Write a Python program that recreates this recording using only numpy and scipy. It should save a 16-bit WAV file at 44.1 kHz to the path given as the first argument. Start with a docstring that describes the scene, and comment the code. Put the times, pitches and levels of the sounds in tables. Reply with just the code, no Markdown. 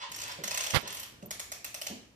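"""Workshop hall: a ratchet a few metres to the right clicks through four strokes.
Each tooth is a double tick, two chattering blows that ring small steel parts.
Dull thuds (low modes), a scrape (resonant grit) and a sliding squeak join it.
Beneath lie air, rumble and a faint hum; once, gritty noise rubs the right microphone port.
Apart from the hall's own sounds, two faint 14 kHz artefact chirps are drawn as decaying sines."""
import sys
import numpy as np
from scipy import signal
from scipy.fft import rfft, irfft
from scipy.io import wavfile
from scipy.ndimage import uniform_filter1d

SR = 44100
rng = np.random.default_rng(int(sys.argv[2]) if len(sys.argv) > 2 else 0)


def invert_db(level):
    """Linear amplitude ratio for a level in decibels (20 dB per decade), elementwise."""
    return 10 ** (np.asarray(level, dtype=float) / 20)


def materialize(psi):
    """Save the field psi as 16-bit PCM at rate SR to the path in sys.argv[1].

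    A 1-D psi becomes a single channel; in a 2-D psi each row is a channel.
    """
    bounded = np.clip(np.atleast_2d(psi).T, -1, 1)
    quanta = np.round(bounded * 32767).astype(np.int16)
    wavfile.write(sys.argv[1], SR, quanta)


N = 94815

# Levels are relative; gains below and in scene() add to them.
# room air spectrum: pitch_hz, density_db
AIR_SPECTRUM = [(25, -3.5), (118, -3), (158, -9.5), (264, -8), (415, -11), (749, -18.5), (13800, -37.5)]
# swell of the air: time_s, gain_db
AIR_SWELL = [(.0, -4), (.085, -22), (.1, 0.5), (1.2, -1), (2.2, -6)]
# hum partials: pitch_hz, mean_peak_db
HUM = [(59, -69.5), (113, -74.5)]
# scrape effort: time_s, level_db
SCRAPE_EFFORT = [(0, -48.5), (.025, -40.5), (.05, -48), (.085, -102), (.2, -55), (.3, -43.5), (.36, -65),
                 (.6, -41.5), (.68, -97), (.82, -51), (.87, -46.5), (.95, -57), (1.05, -55.5), (1.1, -88)]
# resonances of the scraped body: pitch_hz, width_hz, level_db
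SCRAPE_BODY = [(997, 130, 13), (1320, 2000, 20.5), (2860, 1900, 16)]
# hall decay: band_hz, t60_s
HALL_DECAY = [(300, 0.5), (800, 0.38), (2000, 0.57), (5000, 0.5), (12000, 0.32)]
# squeak path: time_s, level_db, pitch_hz
SQUEAK = [(0.01, -54, 1000), (0.028, -45, 1060), (0.05, -45, 860), (.07, -70, 804)]
# thuds: start_s, level_db, main_pitch_hz, upper_modes_db, lower_modes_db
THUDS = [(.086, -54, 200, 6, 7), (.385, -39, 180.5, -13, -26), (0.829, -42, 189, 3, 10.5),
         (1.224, -39.5, 203, -15, -14), (1.9, -36.5, 261, -7, 15)]
# thud mode pitches: ratio to the main pitch
THUD_RATIOS = (0.415, 0.894, 1, 1.66, 2.17, 2.72)
# ratchet teeth: start_s, level_db, treble_share_db, bass_share_db, body_pitch_hz
TEETH = [(0.096, -51, 18, -30, 2020), (0.117, -29, -3.5, -43, 3060), (0.143, -30, -29, -41, 3270),
         (0.1612, -30, -1, -43, 2420), (0.1839, -30.5, -14, -29, 2960), (0.199, -30.5, -7, -36, 2660),
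         (0.2147, -27, -8, -51, 4850), (0.2339, -28.5, -13, -43, 2800), (0.2791, -34, 4, -25, 2860),
         (0.3167, -31, -8.5, -19, 2660), (0.4372, -21.5, -5.5, -22, 2100),
         (0.4758, -22.5, -7.5, -2.5, 3060), (0.5098, -21.5, -13, -6, 2570), (0.5436, -22, -4, -4, 2900),
         (0.5742, -19, -7, -7, 2740), (0.605, -21, -14, -20, 2860), (0.6374, -22.5, -8, -13, 2720),
         (0.6649, -22.5, -8, -2, 3400), (0.703, -21, -9, -6, 3170), (0.8753, -27.5, -4, -3, 3100),
         (0.903, -31, -32, -15, 3150), (0.9256, -30, 3, -21, 3250), (0.9464, -29, 11, -10, 3050),
         (0.9701, -29.5, -27, -22, 3100), (0.9965, -28.5, 10.5, -10, 3000), (1.031, -31, -1.5, -26, 3220),
         (1.2245, -44.5, -14, -21, 2810), (1.3074, -23.5, -4, -7, 2340), (1.3959, -24.5, -1.5, -24, 2370),
         (1.518, -25, -1.5, -8, 2470), (1.6447, -24.5, -1.5, -11, 2680), (1.7433, -25.5, -1, -3, 2640),
         (1.8144, -24.5, -0.5, -4, 3100), (1.8662, -23, -5.5, -1, 3100)]
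# ratchet modes besides its body: pitch_hz, level_db, t60_s
STEEL_MODES = [(686, 5.5, 0.029), (860, 2, 0.022), (1320, -4.5, 0.016), (3100, 2.5, 0.0042),
               (4470, 14.5, 0.0037), (5440, 4, 0.0091), (5860, 3, 0.024), (6450, 11.5, 0.0063),
               (7380, 9, 0.0073), (8226, 5.5, 0.0078), (9700, 15.5, 0.0052), (11120, 6.5, 0.0029),
               (12100, 9, 0.0095), (12920, 2.5, 0.015)]
# rub effort: time_s, level_db
RUB_EFFORT = [(.7365, -87), (.7385, -29), (.744, -34), (.747, -22.5), (.764, -25.5), (.769, -27.5),
              (.785, -38), (.83, -54.5)]
# rub spectrum: pitch_hz, density_db
RUB_SPECTRUM = [(60, -35), (200, -2.5), (540, -10.5), (1000, -3), (2500, -6), (4800, -12), (7400, -25),
                (11300, -21.5), (14500, -29)]
# jolts within the rub: start_s, level_db
JOLTS = [(0.7359, -34.5), (0.7457, -27), (0.7529, -32), (0.7664, -24.5)]
# microphone case modes: pitch_hz, level_db, t60_s
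CASE_MODES = [(101, 0.5, 0.023), (150, -1.5, 0.038), (540, -4, 0.028), (2100, 0.5, 0.018)]
# artefact chirps: start_s, level_db
CHIRPS = [(.8125, -51), (1.259, -46)]

AIR_DB, ALIKE_BELOW_HZ = -56.5, 500
RUMBLE_DB, RUMBLE_HZ, RUMBLE_SWELL_DB = -75, 99, 5.5
HALL_DB, HALL_GAP_S = 3, 0.00087
LEFT_DB, LEFT_LAG_SAMPLES = -1.05, 16
THUD_T60_S, THUD_SPREAD_S, THUD_ECHO_DB = 0.043, 0.043, -7
MODE_SCATTER_DB, MODE_JITTER_SHARE = 2.5, 0.025
BODY_DB, BODY_T60_S = 6.5, 0.015
LEAVING_TREBLE_DB, LANDING_RING_DB = 5, 6  # boosts above 9 kHz, and at 5-7 kHz
PAWL_LANDS_S, LANDING_DB = 0.0045, -1  # means, scattered per tooth
CHATTER_S, CHATTER_DB = 0.0026, 4
TOOTH_DB, TOOTH_ECHO_DB = -10.5, -2.5
SPREAD_RING_SHARE = 0.45  # share of t60 kept above 900 Hz in sound sent all round
CHIRP_HZ, CHIRP_T60_S = 14050, 0.035
TOP_HZ = 14750


def colour(x, table):
    """Shape a signal by a spectrum of pitch_hz, density_db; rms 1."""
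    hz, db = np.array(table, float).T
    f = np.fft.rfftfreq(x.shape[-1], 1 / SR) + 1
    gain = invert_db(np.interp(np.log(f), np.log(hz), db))
    y = irfft(rfft(x) * gain, x.shape[-1])
    return y / np.sqrt(np.mean(y ** 2))


def curve(table):
    """Gain over time from time_s, gain_db; -200 dB outside."""
    s, db = np.array(table, float).T
    return invert_db(np.interp(np.arange(N) / SR, s, db, left=-200, right=-200))


def ring(hz, db, t60, t):
    """Sum of exponentially decaying sine modes."""
    decay = np.exp(-np.log(1000) * t / t60[:, None])
    return (invert_db(db)[:, None] * np.sin(2 * np.pi * hz[:, None] * t) * decay).sum(0)


def add(out, sound, s, db):
    """Place a sound with the given level, as energy over 10 ms."""
    i = int(s * SR)
    level = np.sqrt(np.sum(sound ** 2) / (0.01 * SR))
    out[i:i + len(sound)] += (invert_db(db) * sound / level)[:N - i]


def pair(n):
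    """Two noises, alike in the bass and unrelated above."""
    mid, side = rng.standard_normal((2, n))
    high = signal.butter(1, ALIKE_BELOW_HZ, "high", fs=SR, output="sos")
    side = signal.sosfilt(high, side)
    return np.array([mid + side, mid - side]) / np.sqrt(2)


def air():
    """Coloured room air, a hum wavering in level and phase, and a low rumble that swells."""
    t = np.arange(N) / SR
    waver = rng.standard_normal((len(HUM) + 1, N))
    waver = uniform_filter1d(waver, 3000, axis=1) * np.sqrt(3000)  # rms about 1
    hum = sum(invert_db(db + w) * np.sin(2 * np.pi * hz * t + 0.66 * w)
              for (hz, db), w in zip(HUM, waver))
    octave = [RUMBLE_HZ / np.sqrt(2), RUMBLE_HZ * np.sqrt(2)]
    band = signal.butter(2, octave, "band", fs=SR, output="sos")
    low = signal.sosfilt(band, rng.standard_normal(N))
    rumble = invert_db(RUMBLE_DB + RUMBLE_SWELL_DB * waver[-1]) * low / low.std()
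    room_air = invert_db(AIR_DB) * colour(pair(N), AIR_SPECTRUM)
    return hum + curve(AIR_SWELL) * (room_air + rumble)


def scrape():
    """Gritty friction excites the resonances of a hollow metal body."""
    grit = rng.standard_normal(N) * invert_db(4.5 * rng.standard_normal(N))
    body = sum(invert_db(db) * np.sqrt(500 / w) * signal.lfilter(*signal.iirpeak(hz, hz / w, SR), grit)
               for hz, w, db in SCRAPE_BODY)
    band = signal.butter(3, [500, 6500], "band", fs=SR, output="sos")
    body = signal.sosfilt(band, body)
    return curve(SCRAPE_EFFORT) * body / body.std()


def hall(x):
    """Dense echoes: a noise tail that dies band by band."""
    t = np.arange(SR) / SR
    noise, tail = rfft(pair(SR)), 0
    log_f = np.log(np.fft.rfftfreq(SR, 1 / SR) + 1)
    hz, t60 = np.array(HALL_DECAY, float).T
    for one_band, s in zip(np.eye(len(hz)), t60):
        band = irfft(noise * np.interp(log_f, np.log(hz), one_band), SR)
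        tail = tail + band * np.exp(-np.log(1000) * t / s)
    tail = tail * np.clip(t / HALL_GAP_S - 1, 0, 1)  # silent gap, then fade in
    tail = tail / np.sqrt(np.sum(tail ** 2) / 2)
    return invert_db(HALL_DB) * signal.fftconvolve(x[None], tail, axes=1)[:, :N]


def squeak():
    """A tone of noisy amplitude that rises slightly, then slides down."""
    s, db, hz = np.array(SQUEAK, float).T
    rough = uniform_filter1d(rng.standard_normal(N), 400) * 20
    pitch_hz = np.interp(np.arange(N) / SR, s, hz)
    tone = np.sin(2 * np.pi * np.cumsum(pitch_hz) / SR)
    return curve(np.c_[s, db]) * (1 + 0.51 * rough) * tone


def thuds():
    """Heavy soft things set down: a scatter of contacts rings a few low modes."""
    out, t = np.zeros(N), np.arange(8192) / SR
    k = np.array(THUD_RATIOS)
    soft = signal.butter(2, [80, 760], "band", fs=SR, output="sos")
    for s, db, hz, upper_db, lower_db in THUDS:
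        contact = rng.standard_normal(len(t)) * np.exp(-t / THUD_SPREAD_S)
        mode_db = np.where(k > 1, upper_db, np.where(k < 1, lower_db, 0))
        body = ring(hz * k, mode_db, THUD_T60_S / np.sqrt(k), t)
        thud = signal.fftconvolve(contact, np.diff(body))
        add(out, signal.sosfilt(soft, thud), s, db)
    return out


def chatter_hump(t):
    """Density of chatter after a contact: quick rise, Gaussian fall."""
    u = np.clip(t / CHATTER_S, 0, None)
    return np.sqrt(u) * np.exp(-u ** 2)


def blow(t, start_s, grit):
    """One contact: a sharp knock 0.8 ms after its start, amid chatter."""
    chatter = chatter_hump(t - start_s) * grit / np.linalg.norm(chatter_hump(t))
    knock = np.arange(len(t)) == int((start_s + 0.0008) * SR)
    return invert_db(CHATTER_DB) * chatter + knock


def ratchet():
    """The pawl leaves a tooth and lands on the next; returns direct and all-round sound."""
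    out, t, contact_t = np.zeros((2, N)), np.arange(2048) / SR, np.arange(640) / SR
    hz, db, t60 = np.array(STEEL_MODES, float).T
    small = signal.butter(4, 600, "high", fs=SR, output="sos")
    for s, level_db, treble_db, bass_db, body_hz in TEETH:
        scatter, jitter = rng.standard_normal((2, len(hz)))
        grit = rng.standard_normal(len(contact_t))
        share_db = np.where(hz > 9000, treble_db, np.where(hz < 900, bass_db, 0))
        mode_db = np.append(db + MODE_SCATTER_DB * scatter + share_db, BODY_DB)
        f = np.append(hz * (1 + MODE_JITTER_SHARE * jitter), body_hz)
        mode_t60 = np.append(t60, BODY_T60_S)

        leaving_db = mode_db + LEAVING_TREBLE_DB * (f > 9000)
        landing_db = mode_db + LANDING_RING_DB * ((f > 5000) & (f < 7000))
        spread_t60 = mode_t60 * np.where(f > 900, SPREAD_RING_SHARE, 1)
        leaving = signal.sosfilt(small, ring(f, leaving_db, mode_t60, t))
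        landing = signal.sosfilt(small, ring(f, landing_db, mode_t60, t))
        spread = signal.sosfilt(small, ring(f, mode_db, spread_t60, t))

        landing_s = PAWL_LANDS_S * (1 + 0.06 * jitter[1])
        tick = signal.fftconvolve(blow(contact_t, 0, grit), leaving)
        second = signal.fftconvolve(blow(contact_t, landing_s, grit), landing)
        tick = tick + invert_db(LANDING_DB + scatter[0]) * second
        add(out[0], tick, s - 0.0004, level_db + TOOTH_DB)
        add(out[1], spread, s, level_db + TOOTH_DB + TOOTH_ECHO_DB)
    return out


def rub():
    """Stick-slip rubbing straight on one port: gusty noise, with jolts that ring the case."""
    grit = rng.standard_normal(N) * invert_db(18 * uniform_filter1d(rng.standard_normal(N), 40))
    out = curve(RUB_EFFORT) * colour(grit, RUB_SPECTRUM)
    case = ring(*np.array(CASE_MODES, float).T, np.arange(4096) / SR)
    for s, db in JOLTS:
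        add(out, -case, s, db)
    return out


def artefact_chirps():
    """Short 14 kHz artefacts, not hall sounds, each drawn as one decaying sine."""
    out, t = np.zeros(N), np.arange(4096) / SR
    chirp = ring(np.array([CHIRP_HZ]), np.zeros(1), np.array([CHIRP_T60_S]), t)
    for s, db in CHIRPS:
        add(out, chirp, s, db)
    return out


def scene():
    """Sources on the right reach the left port a little later and weaker."""
    (ticks, all_round), dull, rest = ratchet(), thuds(), scrape() + squeak()
    near = ticks + dull + rest + artefact_chirps()  # the chirps get the same lag, no echo
    direct = np.array([np.append(np.zeros(LEFT_LAG_SAMPLES), near)[:N], near])
    echoes = hall(all_round + invert_db(THUD_ECHO_DB) * dull + rest)
    room = (direct + echoes) * invert_db(np.array([[LEFT_DB], [0]]))
    right_only = np.array([[0], [1]])
    return room + air() + 2 * rub() * right_only


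def roll_off(x):
    """The treble ends steeply here."""
    return signal.sosfilt(signal.butter(12, 15980, fs=SR, output="sos"), x)


def record(dry):
    """Small microphones lose the deep bass; a steep low-pass cuts the top."""
    bass_cut = signal.butter(2, 55, "high", fs=SR, output="sos")
    top_cut = signal.cheby1(12, 0.5, TOP_HZ, fs=SR, output="sos")
    mix = signal.sosfilt(top_cut, signal.sosfilt(bass_cut, dry))
    return roll_off(mix)


dry = scene()
out = record(dry)
materialize(out)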